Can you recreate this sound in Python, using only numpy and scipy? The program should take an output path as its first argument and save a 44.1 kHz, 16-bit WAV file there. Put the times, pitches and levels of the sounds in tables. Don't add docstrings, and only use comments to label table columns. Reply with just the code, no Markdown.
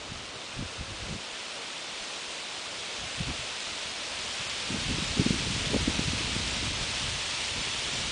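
import sys
import numpy as np
from scipy import signal
from scipy.fft import rfft, irfft, next_fast_len
from scipy.io import wavfile
from scipy.ndimage import uniform_filter1d, map_coordinates

SR = 44100
rng = np.random.default_rng(int(sys.argv[2]) if len(sys.argv) > 2 else 0)


def field_ratio(decibels):
    return 10 ** (np.asarray(decibels, dtype=float) / 20)


def persist_wave(psi):
    counts = np.round(np.clip(psi, -1, 1) * 32767).astype(np.int16)
    wavfile.write(sys.argv[1], SR, np.atleast_2d(counts).T)


N = 357651


def unit(x):
    return x / np.sqrt(np.mean(x ** 2) + 1e-20)


def curves(rows):
    s, *columns = np.transpose(rows)
    return [np.interp(np.arange(N) / SR, s, column) for column in columns]


def wobble(knots_per_s):
    return map_coordinates(rng.standard_normal(1000), [np.arange(N) * min(knots_per_s, 120) / SR])


def filtered(x, response):
    size = next_fast_len(N + 8192)
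    gain = response(np.fft.rfftfreq(size, 1 / SR))
    return irfft(rfft(x, size) * gain, size)[..., :N]


def coloured(x, spectrum):
    point_hz, point_db = np.transpose(spectrum)
    return unit(filtered(x, lambda hz: field_ratio(np.interp(np.log(hz + 1), np.log(point_hz + 1), point_db))))


def patchy(depth_db):
    bins = signal.stft(rng.standard_normal(N), nperseg=512)[2]
    field = uniform_filter1d(rng.standard_normal(bins.shape), size=10, axis=0)
    field = uniform_filter1d(field, size=7, axis=1)
    return unit(signal.istft(bins * field_ratio(depth_db * unit(field)), nperseg=512)[1][:N])


def steady(x, size):
    power = uniform_filter1d(uniform_filter1d(x ** 2, size), size)
    return unit(x / np.sqrt(np.abs(power) + .05))


# time in seconds, leaf level in dB.
GUST_LEVELS = [(0, -44.5), (.16, -44), (1.31, -41.5), (1.42, -40.5), (1.85, -41), (2.08, -39.5), (2.5, -40),
               (3.45, -38), (3.97, -38), (5.26, -34), (5.69, -34.5), (6.19, -34), (6.78, -34.5),
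               (8.11, -34)]
# frequency in Hz, density in dB per Hz.
LEAF_SPECTRUM = [(530, -38.5), (900, -5), (1170, -9), (1550, -6), (1680, -5), (2560, 1), (3540, 1),
                 (4330, -1.5), (8670, -12), (9980, -15.5), (13000, -57.5), (22000, -120)]
# frequency in Hz, density in dB per Hz.
AIR_SPECTRUM = [(20, -30), (80, -21.5), (130, -12.5), (270, -5), (600, 0.5), (900, -4), (1300, -2.5),
                (2000, -9.5), (4000, -12.5), (10000, -42)]


def crown():
    air_mean_db, air_db_per_wind_db, crisp_db_per_wind_db = -43.5, 0.27, .03
    leaves_db, = curves(GUST_LEVELS)
    swell_db = leaves_db - leaves_db.mean()

    when, size, side = rng.random((3000, 3)).T
    tap_push = np.sign(side - .5) * (1 - size) ** -.25
    taps = np.bincount((when * N).astype(int), tap_push, N)
    rustle = coloured(patchy(depth_db=.3) + field_ratio(-11) * unit(taps), LEAF_SPECTRUM)
    crisp = filtered(rustle, lambda hz: hz ** 4 / (hz ** 4 + 4800. 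** 4))
    rustle = rustle + (field_ratio(crisp_db_per_wind_db * swell_db) - 1) * crisp

    shaking_db = 0.18 * wobble(14) + 0.23 * wobble(30)
    air = coloured(patchy(depth_db=1.0), AIR_SPECTRUM)
    air_gain = field_ratio(air_mean_db + air_db_per_wind_db * swell_db)
    return field_ratio(leaves_db + 1.19 + shaking_db) * rustle + air_gain * air


# time in seconds, rumble in dB, whirl in dB over the rumble.
PORT_WIND = [(0, -61, -.1), (.5, -63, -3), (1.15, -53, -5), (1.25, -68, 1.5), (2.66, -70, 3),
             (2.72, -59, -3), (2.93, -70, 5), (3.3, -51, -3), (3.6, -65, -5), (4.62, -58, 5),
             (4.8, -47, -2), (5.6, -42, 2.3), (6.2, -41.5, 0), (6.36, -39, -1), (7.15, -48, -4),
             (7.3, -52, -4), (7.8, -50, 2), (8.04, -43.5, 0.5)]
# time in seconds, rumble in dB, length in ms, whirl in dB over the rumble.
PORT_PUFFS = [(.13, -48.5, 210, -2), (.37, -53, 53, -4), (.61, -38, 90, -4.5), (.81, -39.5, 56, -10),
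              (.91, -43, 70, -19), (1.03, -41, 51, -9), (1.12, -42.5, 87, 3.5), (3.03, -47, 73, -3.5),
              (3.21, -39.5, 64, -5), (3.3, -37.5, 57, -.1), (3.4, -42.5, 30, -4), (3.69, -56, 96, 1),
              (3.88, -58, 130, -4), (4.22, -56, 200, -.1), (4.42, -56, 48, 9), (4.52, -50, 60, -11),
              (4.74, -44, 90, 9), (4.93, -37.5, 190, 0.5), (5.11, -37, 32, -3), (5.205, -41, 57, 11),
              (5.34, -42, 290, 5), (5.51, -39.5, 89, -0.5), (5.745, -38, 46, 6), (5.8, -33, 85, -5),
              (5.9, -35.5, 60, -0.5), (6.01, -45, 45, -1), (6.67, -39.5, 140, -3), (6.82, -35.5, 32, -10),
              (7.09, -37.5, 130, -8), (7.59, -42, 46, 0)]


def buffeting():
    steady_db, steady_whirl_db = curves(PORT_WIND)
    t = np.arange(N) / SR
    bells = np.array([field_ratio(2 * db) * np.exp(-((t - s) / (ms * 0.0004)) ** 2) for s, db, ms, _ in PORT_PUFFS])
    whirls = field_ratio(2 * np.array(PORT_PUFFS)[:, -1])
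    push_power = field_ratio(2 * steady_db) + bells.sum(axis=0)
    whirl_power = field_ratio(2 * (steady_db + steady_whirl_db)) + whirls @ bells
    return 10 * np.log10([push_power, whirl_power])


# time in seconds, peak in dB, pitch in Hz, length in ms.
STRONG_EDDIES = [(.121, -28.5, 195, 6.2), (0.612, -26.5, 140, 8.1), (0.627, -26, 267, 7),
                 (0.812, -28, 131, 11), (1.111, -31, 170, 20), (1.13, -27, 191, 6.1),
                 (1.155, -33, 190, 7.5), (3.209, -22, 162, 12.5), (3.293, -32, 182, 4),
                 (3.275, -26, 119, 16), (4.745, -25, 216, 13), (4.915, -26, 198, 19), (5.671, -25, 145, 20),
                 (5.025, -21.5, 170, 7.7), (5.197, -13, 210, 6.2), (5.83, -23, 132, 12),
                 (5.265, -12.5, 247, 7.7), (5.309, -12, 184, 6.5), (5.735, -21, 380, 5),
                 (5.471, -18.5, 157, 4.9), (5.565, -23.5, 229, 4.8), (5.744, -18, 467, 5.3),
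                 (5.749, -17, 260, 8.2), (5.764, -13, 278, 2.7), (5.881, -15, 260, 10.3),
                 (5.994, -16.5, 199, 6.5), (6.082, -23.5, 146, 18), (6.136, -19.5, 170, 4.5),
                 (6.367, -18, 182, 4.3), (7.585, -38, 130, 6.8)]


def all_eddies(whirl_db):
    core_db, core_pitch_ratio, core_ms = -9, 1.88, 3.5
    s, db, hz, ms = np.transpose(STRONG_EDDIES)
    core_s = s + 0.00194 * rng.standard_normal(len(s))
    cores = np.transpose([core_s, db + core_db, hz * core_pitch_ratio, core_ms + 0 * ms])

    over_whirl_db, scatter_db = 6, 10.5
    mean_hz, hz_per_db, pitch_spread, turns = 163.5, 2, 0.37, 1.37
    when = (np.arange(200) + rng.random(200)) / 26 + .1
    size, pitch = rng.random(200), rng.standard_normal(200)
    here_db = whirl_db[(when * SR).astype(int)]
    small_hz = np.maximum(mean_hz + hz_per_db * (here_db + 41.5), 80) * np.exp(pitch_spread * pitch)
    small_db = here_db + over_whirl_db + scatter_db * size
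    small = np.transpose([when, small_db, small_hz, 1000 * turns / small_hz])
    return [*STRONG_EDDIES, *cores, *small]


# frequency in Hz, density in dB per Hz.
RUMBLE_SPECTRUM = [(10, -40), (25, -11.5), (50, -2), (80, -1.5), (120, -3), (200, -23), (400, -54),
                   (1000, -120)]
# frequency in Hz, density in dB per Hz.
FLUTTER_SPECTRUM = [(40, -44), (90, -9), (140, -7), (220, -0.5), (350, -9.5), (500, -14.5), (1000, -66),
                    (3000, -120)]


def port():
    flutter_db, flutter_db_per_whirl_db, flutter_floor_db = -44.5, 1.36, -60
    rumble_db, whirl_db = buffeting()
    flutter_gain = field_ratio(flutter_floor_db) + field_ratio(flutter_db + flutter_db_per_whirl_db * (whirl_db + 40.5))

    lumps = wobble(30)
    rumble = field_ratio(3.5 * lumps) * coloured(rng.standard_normal(N), RUMBLE_SPECTRUM)
    rumble = steady(rumble, size=1600)
    flutter = field_ratio(2.1 * lumps + 4.6 * wobble(60)) * coloured(rng.standard_normal(N), FLUTTER_SPECTRUM)
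    flutter = steady(flutter, size=1600)
    out = field_ratio(rumble_db + 0.3) * rumble + flutter_gain * flutter

    t = np.arange(-2000, 2000) / SR
    for (s, db, hz, ms), turn in zip(all_eddies(whirl_db), rng.random(300)):
        swell = np.exp(-(t / (ms * 0.00043)) ** 2)
        push = swell * np.cos(2 * np.pi * (hz * t + turn))
        push = push - swell * push.sum() / swell.sum()
        out[round(s * SR) + np.arange(len(t)) - len(t) // 2] += field_ratio(db - 1.55) * push
    return out


def scene():
    return np.tile(crown() + port(), (2, 1))


def coarse_treble(x, headroom):
    n, k = np.arange(512) - 255.5, np.arange(10, 20)[:, None]
    u = np.linspace(0, 1, 200)[:, None]
    shape = (np.cos(np.pi / 2 * np.sin(np.pi / 2 * u) ** 2) * np.cos(np.pi * u * n / 32)).sum(0)
    bank = shape * np.cos((2 * k + 1) * np.pi * n / 64 + (-1.) ** k * np.pi / 4)
    bank = bank / np.linalg.norm(bank, axis=1, keepdims=True)

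    slow = np.pad(signal.resample_poly(x, 320, 441), (0, 1664))
    at = np.arange(len(slow) // 1152 * 36 - 36)[:, None] * 32 + np.arange(512)
    bands = slow[at] @ bank.T
    peak = np.abs(bands).reshape(-1, 3, 12, len(k)).max(2, keepdims=True)
    scale = np.maximum(peak, headroom * peak.max(1, keepdims=True))
    step = (2 / 3 * scale * np.ones((12, 1))).reshape(bands.shape) + 1e-9
    error = step * np.clip(np.round(bands / step), -1, 1) - bands
    slow_error = np.bincount(at.ravel(), (error @ bank).ravel(), len(slow))
    return x + signal.resample_poly(slow_error, 441, 320)[:N]


# frame number, low edge in Hz.
NOISE_PATCHES = [(15, 5600), (15, 6900), (87, 6230), (106, 4150), (132, 4130), (135, 4130), (135, 5610),
                 (135, 7510), (142, 7510), (156, 5100), (168, 4150), (168, 8240), (200, 4130), (200, 5900),
                 (218, 4130), (218, 5000), (218, 8270), (227, 4160), (227, 6830), (291, 4580), (291, 8230),
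                 (328, 5080), (333, 5120)]


def swap_treble(x):
    frame_samples, first_sample, width_hz = 1024, 59, 1400
    window = np.sin(np.pi * (np.arange(2 * frame_samples) + .5) / (2 * frame_samples)) ** 3
    hz = np.fft.rfftfreq(2 * frame_samples, 1 / SR)
    for frame, low_hz in NOISE_PATCHES:
        span = slice(first_sample + (frame - 1) * frame_samples, first_sample + (frame + 1) * frame_samples)
        band = (hz > low_hz) & (hz < low_hz + width_hz)
        old = irfft(rfft(x[:, span]) * band)
        new = irfft(rfft(rng.standard_normal(old.shape)) * band)
        fade_out = 1 - np.sqrt(1 - window ** 2)
        x[:, span] += window * field_ratio(-.8) * np.std(old) * unit(new) - fade_out * old
    return x


def roll_off(x):
    return signal.sosfilt(signal.butter(12, 10130, fs=SR, output="sos"), x)


def record(dry):
    x = np.tile(coarse_treble(dry[0], headroom=1.2), (2, 1))
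    x = filtered(x, lambda hz: field_ratio(-np.clip((hz - 9920) / 44, 0, 12) ** 2))
    x = swap_treble(x)
    return roll_off(x)


dry = scene()
out = record(dry)
persist_wave(out)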